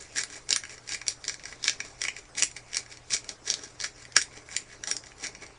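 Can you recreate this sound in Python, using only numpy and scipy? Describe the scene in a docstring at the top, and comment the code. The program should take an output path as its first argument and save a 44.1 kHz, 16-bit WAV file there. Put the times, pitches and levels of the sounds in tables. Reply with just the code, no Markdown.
"""Pepper mill over a simmering pan

A handheld pepper mill is twisted to and fro over a simmering pan in a small room, with a mains hum below.
Peppercorns crack in short noise bursts and grit crunches under each turn; both ring the mill's body. The pan is
shaped noise with small popping bubbles, and the hum is a few low tones. Echoes and a short tail make the room;
the sound is almost mono, with a faint fuzz that differs left and right."""
import sys
import numpy as np
from scipy import signal
from scipy.io import wavfile
from scipy.ndimage import uniform_filter1d

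SR = 44100
rng = np.random.default_rng(int(sys.argv[2]) if len(sys.argv) > 2 else 0)


def log_audio(samples):
    """Write samples as a 16-bit WAV file to the path given in sys.argv[1]."""
    # one column per channel
    frames = np.atleast_2d(samples).T
    # limit to full scale, then quantise
    limited = np.clip(frames, -1, 1)
    pcm = np.round(limited * 32767).astype(np.int16)
    wavfile.write(sys.argv[1], SR, pcm)


N = 246078  # length [samples]

# low tones of the heater, before they waver: (frequency [Hz], rms level [dB])
HUM_TONES = [(60, -80), (120, -63.5), (300, -77.5)]
# colour of pan and room air, only relative: (frequency [Hz], level per Hz [dB])
SIMMER_COLOUR = [(15, -19), (31, 10.5), (48, 6), (90, -4), (119, 3), (173, -10), (473, -4), (1030, -7.5),
                 (2250, -9.5), (3190, -17.5), (5690, -13), (10200, -24), (13200, -44), (22000, -120)]
SIMMER_DB = -55  # rms level of the hiss alone

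# how the room rings on: (frequency [Hz], time to fall by 60 dB [s], tail level [dB])
ROOM_TAIL = [(293, 0.13, -1), (990, 0.014, 2), (2030, 0.18, -6.5), (5260, 0.15, -6), (7800, 0.17, -7),
             (9500, 0.13, -2)]
# pan, table and wall, level in each set of taps: (delay [s], level [dB])
NEAR_ECHOES = [(.0035, -15), (.0085, -23.5), (0.01, -28.5), (0.017, -44)]

# resonances of the mill's parts, levels relative within a part: (frequency [Hz], width [Hz], level [dB])
CAP_MODES = [(3933, 980, -8.5), (4472, 670, -9.5), (5089, 1000, 0.5), (5570, 189, 4), (5740, 113, 2.5)]
JAR_MODES = [(1683, 89, 1), (1813, 295, 4)]
NECK_MODES = [(2240, 317, 9.9), (2905, 90, 1.7)]
EDGE_MODES = [(7236, 900, 6), (8130, 1900, -2.5)]
GRIP_MODES = [(316, 88, 1), (439, 97, 4), (720, 660, 2), (1264, 480, -6.5)]
PARTS = CAP_MODES, JAR_MODES, NECK_MODES, EDGE_MODES, GRIP_MODES

# the mill's colour drifts, perhaps as the hands shift: (time [s], neck over jar [dB], edge [dB])
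HOLD_DRIFT = [(0, -9, 6), (.45, -1, 5.5), (1.0, 2, 1), (1.7, 0, -2.5), (2.1, 10.5, 2.5), (2.45, 12, 6.5),
              (2.8, 3, 0.5), (3.2, 6, 4.5), (3.5, -10, -6), (3.8, -4, 0), (4.1, -3, 1), (4.5, 0, 6),
              (4.9, -8.5, 3.5), (5.3, 8, -2.5)]
# turns of the hand, a hard twist and a light turn back by turns; levels before each part's own offset:
# (peak time [s], length [s], peak level [dB], hollowness [dB], rumble in the grip [dB])
HAND_TURNS = [(0.0, 0.35, -41, -5.5, -60), (0.188, .17, -26.5, -4, -52), (0.341, 0.37, -43, -3.5, -60),
              (0.523, 0.12, -31, 3.5, -46.5), (0.716, 0.33, -43.5, -2.5, -59.5),
              (0.925, 0.23, -30.5, -5.5, -55), (1.109, .15, -36, -9.5, -62), (1.292, 0.23, -32, -8, -57.5),
              (1.478, 0.39, -41.5, -8, -58), (1.677, 0.22, -28, -7.5, -55.5),
              (1.859, 0.33, -41.5, -5.5, -54.5), (2.034, 0.22, -32.5, -4.5, -57.5),
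              (2.185, 0.37, -46, -4, -59), (2.393, 0.1, -24, -8, -48), (2.571, 0.12, -37, -3, -56.5),
              (2.758, 0.29, -35.5, -4, -54.5), (2.925, 0.18, -41, -2, -61), (3.134, .14, -22.5, -12.5, -50),
              (3.298, 0.13, -34.5, -6.5, -50), (3.499, 0.18, -25.5, -7, -49.5), (3.654, 0.3, -41, -5, -56),
              (3.843, .14, -28.5, -6.5, -52.5), (4.011, 0.26, -45.5, -1.5, -61.5),
              (4.185, 0.071, -24.5, -31, -52), (4.353, 0.25, -44.5, 0.5, -55),
              (4.539, 0.26, -36.5, -5, -56), (4.71, 0.22, -43.5, 2, -57.5),
              (4.905, 0.17, -31.5, -17, -51.5), (5.062, 0.23, -46.5, -15, -59.5),
              (5.245, 0.2, -32.5, -3.5, -51.5), (5.43, 0.65, -52.5, 1, -59)]
RISE_SHARE = 0.49  # share of its length for which a turn swells
ENDS_DB, GRIP_ENDS_DB = -35.5, -15.5  # ends of a turn against its peak; the grip swells more gently

# peppercorns cracking, hollowness being jar and neck against the crack; before each part's own offset:
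# (time [s], strength [dB], hollowness [dB])
CORN_CRACKS = [(0.1596, -25.5, -7), (0.1675, -19.5, -13.5), (0.1757, -30, -3), (0.1828, -17.5, -6.5),
               (0.1896, -20.5, -12), (0.2356, -18.5, -14), (0.3007, -32.5, -10.5), (0.4906, -19.5, -17.5),
               (0.506, -7.5, -21), (0.5278, -3.5, -33), (0.5611, -9.5, -12), (0.6362, -27.5, -3),
               (0.6516, -32, -2.5), (0.6949, -31, -8.5), (0.7796, -34, -9), (0.877, -27, -17),
               (0.891, -20.5, -14), (0.9206, -17, -17), (0.9346, -18.5, -21), (0.9459, -21, -9.5),
               (1.0151, -27, -5), (1.0667, -24, -12), (1.0814, -7, -29), (1.2416, -23.5, -14),
               (1.2506, -26.5, -14), (1.2803, -12, -21), (1.2953, -18.5, -9.5), (1.342, -24.5, -12.5),
               (1.3955, -34.5, -9), (1.437, -30.5, -11), (1.4549, -23, -10.5), (1.5249, -37.5, 2.5),
               (1.6285, -24.5, -19), (1.6414, -10.5, -28), (1.6548, -22, -8), (1.6796, -5, -11.5),
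               (1.6954, -9, -20), (1.803, -18.5, -4.5), (2.0162, -12, -14.5), (2.0383, -14, -14.5),
               (2.0508, -22, 0), (2.0689, -31, -1.5), (2.083, -19.5, 1), (2.165, -30, -2.5),
               (2.1864, -35, -21), (2.2535, -44, -6.5), (2.3515, -30.5, -10), (2.3727, -33, -5),
               (2.381, -22, -7), (2.385, -24, -6.5), (2.3989, -21.5, -10), (2.4231, -5.5, -13.5),
               (2.4289, -13, -13), (2.4335, -7.5, -21), (2.5137, -34.5, -12), (2.5649, -29.5, -3),
               (2.7323, -23, -12.5), (2.7454, -14.5, -18), (2.7592, -23.5, -10), (2.7691, -11, -15),
               (2.862, -37, -5.5), (2.9228, -32, -13), (2.9718, -33, -14), (3.1049, -24, -9),
               (3.1205, -20, -12.5), (3.134, -13, -28), (3.1376, -11, -39), (3.1458, -15.5, -15),
               (3.1655, -19.5, -13), (3.2438, -32.5, -12), (3.2911, -17, -21), (3.4758, -18, -27),
               (3.5009, -5.5, -38), (3.5104, -15.5, -30), (3.5398, -11.5, -32), (3.5924, -30.5, -13),
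               (3.6361, -25, -19), (3.8013, -19, -20), (3.8118, -17.5, -23), (3.8224, -20.5, -20),
               (3.8422, -14.5, -10), (4.0521, -33, -7), (4.1217, -32.5, -20), (4.1652, 1.5, -12),
               (4.215, -15, -15), (4.2216, -19, -20), (4.3754, -35.5, -20), (4.4887, -41, 3),
               (4.5136, -33.5, -5), (4.55, -34, -1), (4.565, -12.5, -16), (4.837, -18, -11),
               (4.8732, -18, -15), (4.884, -26, -13), (4.9128, -8, -20), (4.921, -40, -34),
               (4.9662, -17, -27), (5.0372, -34, -11), (5.0684, -37.5, -8.5), (5.1177, -44.5, 6),
               (5.2389, -28, -7), (5.2474, -26, -6), (5.2686, -20, -17), (5.35, -28.5, -10.5),
               (5.465, -33, -13.5)]

# colour of the faint left-right fuzz: (frequency [Hz], level [dB])
FUZZ_COLOUR = [(60, -46.5), (400, -51.5), (1500, -55), (4000, -53.5), (9000, -51)]
TOP_HZ = 10100  # band limit of the sound


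def gain_of(db):
    """Turns decibels into a factor."""
    return 10 ** (np.asarray(db) / 20)


def evened(x):
    """Scales a sound to an rms of 1."""
    return x / np.sqrt(np.mean(x ** 2) + 1e-20)


def read(points, hz, axis=1):
    """Reads one column of a table that starts with frequency, between its rows on a log scale."""
    points = np.transpose(points)
    return np.interp(np.log(hz + 1), np.log(points[0] + 1), points[axis])


def wander(per_s):
    """Slow random drift of rms 1: noise averaged twice over 1 / per_s seconds."""
    width = int(SR / per_s)
    once = uniform_filter1d(rng.standard_normal(N), width)
    return evened(uniform_filter1d(once, width))


def hum():
    """Low steady tones of the heater, each wavering in level."""
    t = np.arange(N) / SR
    total = np.zeros(N)
    for hz, db in HUM_TONES:
        level = gain_of(db + 0.81 * wander(13)) * np.sqrt(2)  # a sine peaks at root 2 times its rms
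        total += level * np.sin(2 * np.pi * (hz * t + rng.random()))
    return total


def simmer():
    """Steady rumble and patchy hiss of the pan, with small bubbles popping as short rising tones."""
    frames, freqs = N // 256 + 5, np.fft.rfftfreq(1024, 1 / SR)
    real, imag, patches = rng.standard_normal((frames, 513, 3)).T
    patches = uniform_filter1d(patches, 16, 0)  # neighbouring frequencies
    patches = evened(uniform_filter1d(patches, 6, 1))  # neighbouring moments
    patchy_db = 4.2 * np.clip(freqs / 2500, 0, 1)  # the rumble stays even
    level_db = read(SIMMER_COLOUR, freqs)[:, None] + patchy_db[:, None] * patches
    spectrum = (real + 1j * imag) * gain_of(level_db)
    hiss = evened(signal.istft(spectrum, nperseg=1024, noverlap=768)[1][:N])

    t, pops = np.arange(900) / SR, np.zeros(N)
    for hz in np.geomspace(260, 1300, num=12):  # bubble sizes, by their starting pitch
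        swell_and_fade = t * hz * np.exp(-t * hz / 0.75)
        bubble = np.sin(2 * np.pi * hz * (t + 6 * t ** 2)) * swell_and_fade
        starts = rng.exponential(1, N) * (rng.random(N) < 15 / SR)  # about 15 a second of each size
        pops += signal.oaconvolve(starts, bubble)[:N]
    return gain_of(SIMMER_DB) * (hiss + gain_of(-11.0) * evened(pops))


def room(x):
    """Near echoes, then a tail of sparse random taps in which each pitch fades at its own speed."""
    taps = np.zeros((3, SR // 2))
    # one tap of random sign somewhere in every slot of 10 samples
    slots = np.arange(100, SR // 2 - 20, 10)
    at = slots + rng.integers(0, 10, (3, (SR // 2 - 111) // 10))
    np.put_along_axis(taps, at, rng.choice([-1., 1.], at.shape), 1)

    hz, t, spectrum = signal.stft(taps, SR, nperseg=128)
    t60 = read(ROOM_TAIL, hz)[:, None]
    fade_db = read(ROOM_TAIL, hz, axis=2)[:, None] - 60 * t / t60
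    # dividing by root t60 keeps long and short tails at comparable energy
    tail = signal.istft(spectrum * gain_of(fade_db) / np.sqrt(t60), SR, nperseg=128)[1]
    tail *= np.sqrt(6 * np.log(10) * 10 / SR)
    for delay_s, db in NEAR_ECHOES:
        tail[:, round(delay_s * SR)] += gain_of(db)

    # three random tap sets fade into one another 7 times a second, so the tail's colour stays even
    phase = 2 * np.pi * (7 * np.arange(N) / SR + np.arange(3)[:, None] / 3)
    shares = np.sqrt((1 + np.cos(phase)) / 3)
    return signal.fftconvolve(x * shares, tail, axes=1)[:, :N].sum(0)


def body(modes):
    """Ring of one part of the mill when struck: fading tones with steep resonances, of energy 1."""
    t = np.arange(2048) / SR
    ring = np.zeros(len(t))
    for hz, width, db in modes:
        envelope = width ** 2 * t * np.exp(-1.5 * np.pi * width * t)
        ring += gain_of(db) * envelope * np.sin(2 * np.pi * hz * t)
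    return ring / np.linalg.norm(ring)


def hold(s):
    """Levels of jar, neck and edge in dB at the times s; jar and neck share a fixed power."""
    at, neck_db, edge_db = np.transpose(HOLD_DRIFT)
    ratio = gain_of(np.interp(s, at, neck_db)) ** 2
    jar = 10 * np.log10(1 / (1 + ratio))
    neck = 10 * np.log10(ratio / (1 + ratio))
    return np.array([jar, neck, np.interp(s, at, edge_db)])


def strokes():
    """Levels in dB of the treble, the hollow ring and the grip, rising and falling with each turn."""
    t = np.arange(N // 64 + 2) * 64 / SR  # a coarse clock is enough
    s, length, db, hollow_db, grip_db = np.transpose(HAND_TURNS)[:, :, None]
    # distance from the peak: 0 at the peak, 1 at either end of the turn
    away = np.maximum((s - t) / RISE_SHARE, (t - s) / (1 - RISE_SHARE)) / length
    high = db + ENDS_DB * away
    low = db + hollow_db + ENDS_DB * away
    grip = grip_db + GRIP_ENDS_DB * away
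    curves = []
    for level in (high, low, grip):
        power = (gain_of(level) ** 2).sum(0)  # overlapping turns add up
        curves.append(np.interp(np.arange(N) / SR, t, 10 * np.log10(power + 1e-12)))
    return curves


def grit(per_s=1300, spread_db=4.5, rub=0.34, jar_db=-8, neck_db=-6, edge_db=-9, follow=0.29):
    """Small grains snap at random, in clumps, over the rub of the burrs; each part is struck unevenly."""
    high_db, low_db, grip_db = strokes()
    jar, neck, edge = follow * hold(np.arange(N) / SR)  # follows only part of the drift
    size_db = spread_db * np.minimum(rng.exponential(1, N), 3.5)
    size = gain_of(size_db + 3.3 * rng.standard_normal((5, N)))
    clumps = gain_of(4 * wander(60))
    grains = size * (rng.random(N) < per_s / SR * clumps)
    snaps = signal.lfilter([1], [1, -np.exp(-1 / (0.001 * SR))], grains)  # each fades over about 1 ms
    uneven = gain_of([0.76 * wander(150) for part in range(5)])
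    drive = (evened(snaps) + rub) * uneven * rng.standard_normal((5, N))
    levels = [
        high_db - 6,  # cap
        low_db + jar_db + jar,
        low_db + neck_db + neck,
        high_db + edge_db + edge,
        grip_db]
    return evened(drive) * gain_of(levels)


def cracks(snap_s=0.00058, lead_s=0.005, lead_db=-23, grip_db=-32, cap_db=-3, hollow_db=6,
           edge_db=-10, vary_db=3):
    """Each corn breaks in a burst of about a millisecond that rings every part in its own colour."""
    s, db, low_db = np.transpose(CORN_CRACKS)
    jar, neck, edge = hold(s)
    low_db = db + low_db + hollow_db
    t = np.arange(-600, 256) / SR  # 0 is the break
    after = np.maximum(t, 0) / snap_s
    snap = np.e * after * np.exp(-after)
    # faint noise swells over a few milliseconds before the break
    lead_in = gain_of(lead_db) * np.exp(t / lead_s) * (t < 0)
    bursts = rng.standard_normal((len(s), 5, len(t))) * (snap + lead_in)

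    rings = np.array([body(modes) for modes in PARTS])
    rung = signal.fftconvolve(bursts, rings[None], axes=2)
    rung *= 4.12 / np.linalg.norm(rung, axis=2, keepdims=True)  # same energy for every burst
    levels = gain_of([
        db + cap_db,
        low_db + jar,
        low_db + neck,
        db + edge_db + edge,
        db + grip_db]).T
    levels[:, 3] *= gain_of(vary_db * rng.standard_normal(len(s)))  # the edge differs from crack to crack
    mixed = (rung * levels[:, :, None]).sum(1)

    out = np.zeros(N + rung.shape[2])
    starts = np.round((s + t[0]) * SR).astype(int)
    for at, crack in zip(starts, mixed):
        out[at:at + len(crack)] += crack
    return out[:N]


def scene():
    """The mill in the room over the pan, all in the middle."""
    mill = cracks()
    for drive, modes in zip(grit(), PARTS):
        mill = mill + signal.oaconvolve(drive, body(modes))[:N]
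    mid = mill + room(mill) + simmer() + hum()
    return np.array([mid, mid])


def record(dry):
    """A soft ceiling on the loudest peaks, a faint fuzz that differs left and right, then the band limit."""
    held = dry / (1 + abs(dry / .85) ** 5) ** (1 / 5)
    hz, t, spectrum = signal.stft(held[0], SR, nperseg=1024)
    # the fuzz follows the level, growing more slowly
    size = uniform_filter1d(abs(spectrum), size=5, axis=0) ** .55
    random_phase = np.exp(2j * np.pi * rng.random(spectrum.shape[::-1]).T)
    fuzz = size * gain_of(read(FUZZ_COLOUR, hz))[:, None] * random_phase
    side = signal.istft(fuzz, SR, nperseg=1024)[1][:N]
    wide = held + np.array([side, -side])
    lowpass = signal.firwin(301, TOP_HZ, window=("kaiser", 8), fs=SR)
    return signal.oaconvolve(wide, lowpass[None], "same")


dry = scene()
out = record(dry)
log_audio(out)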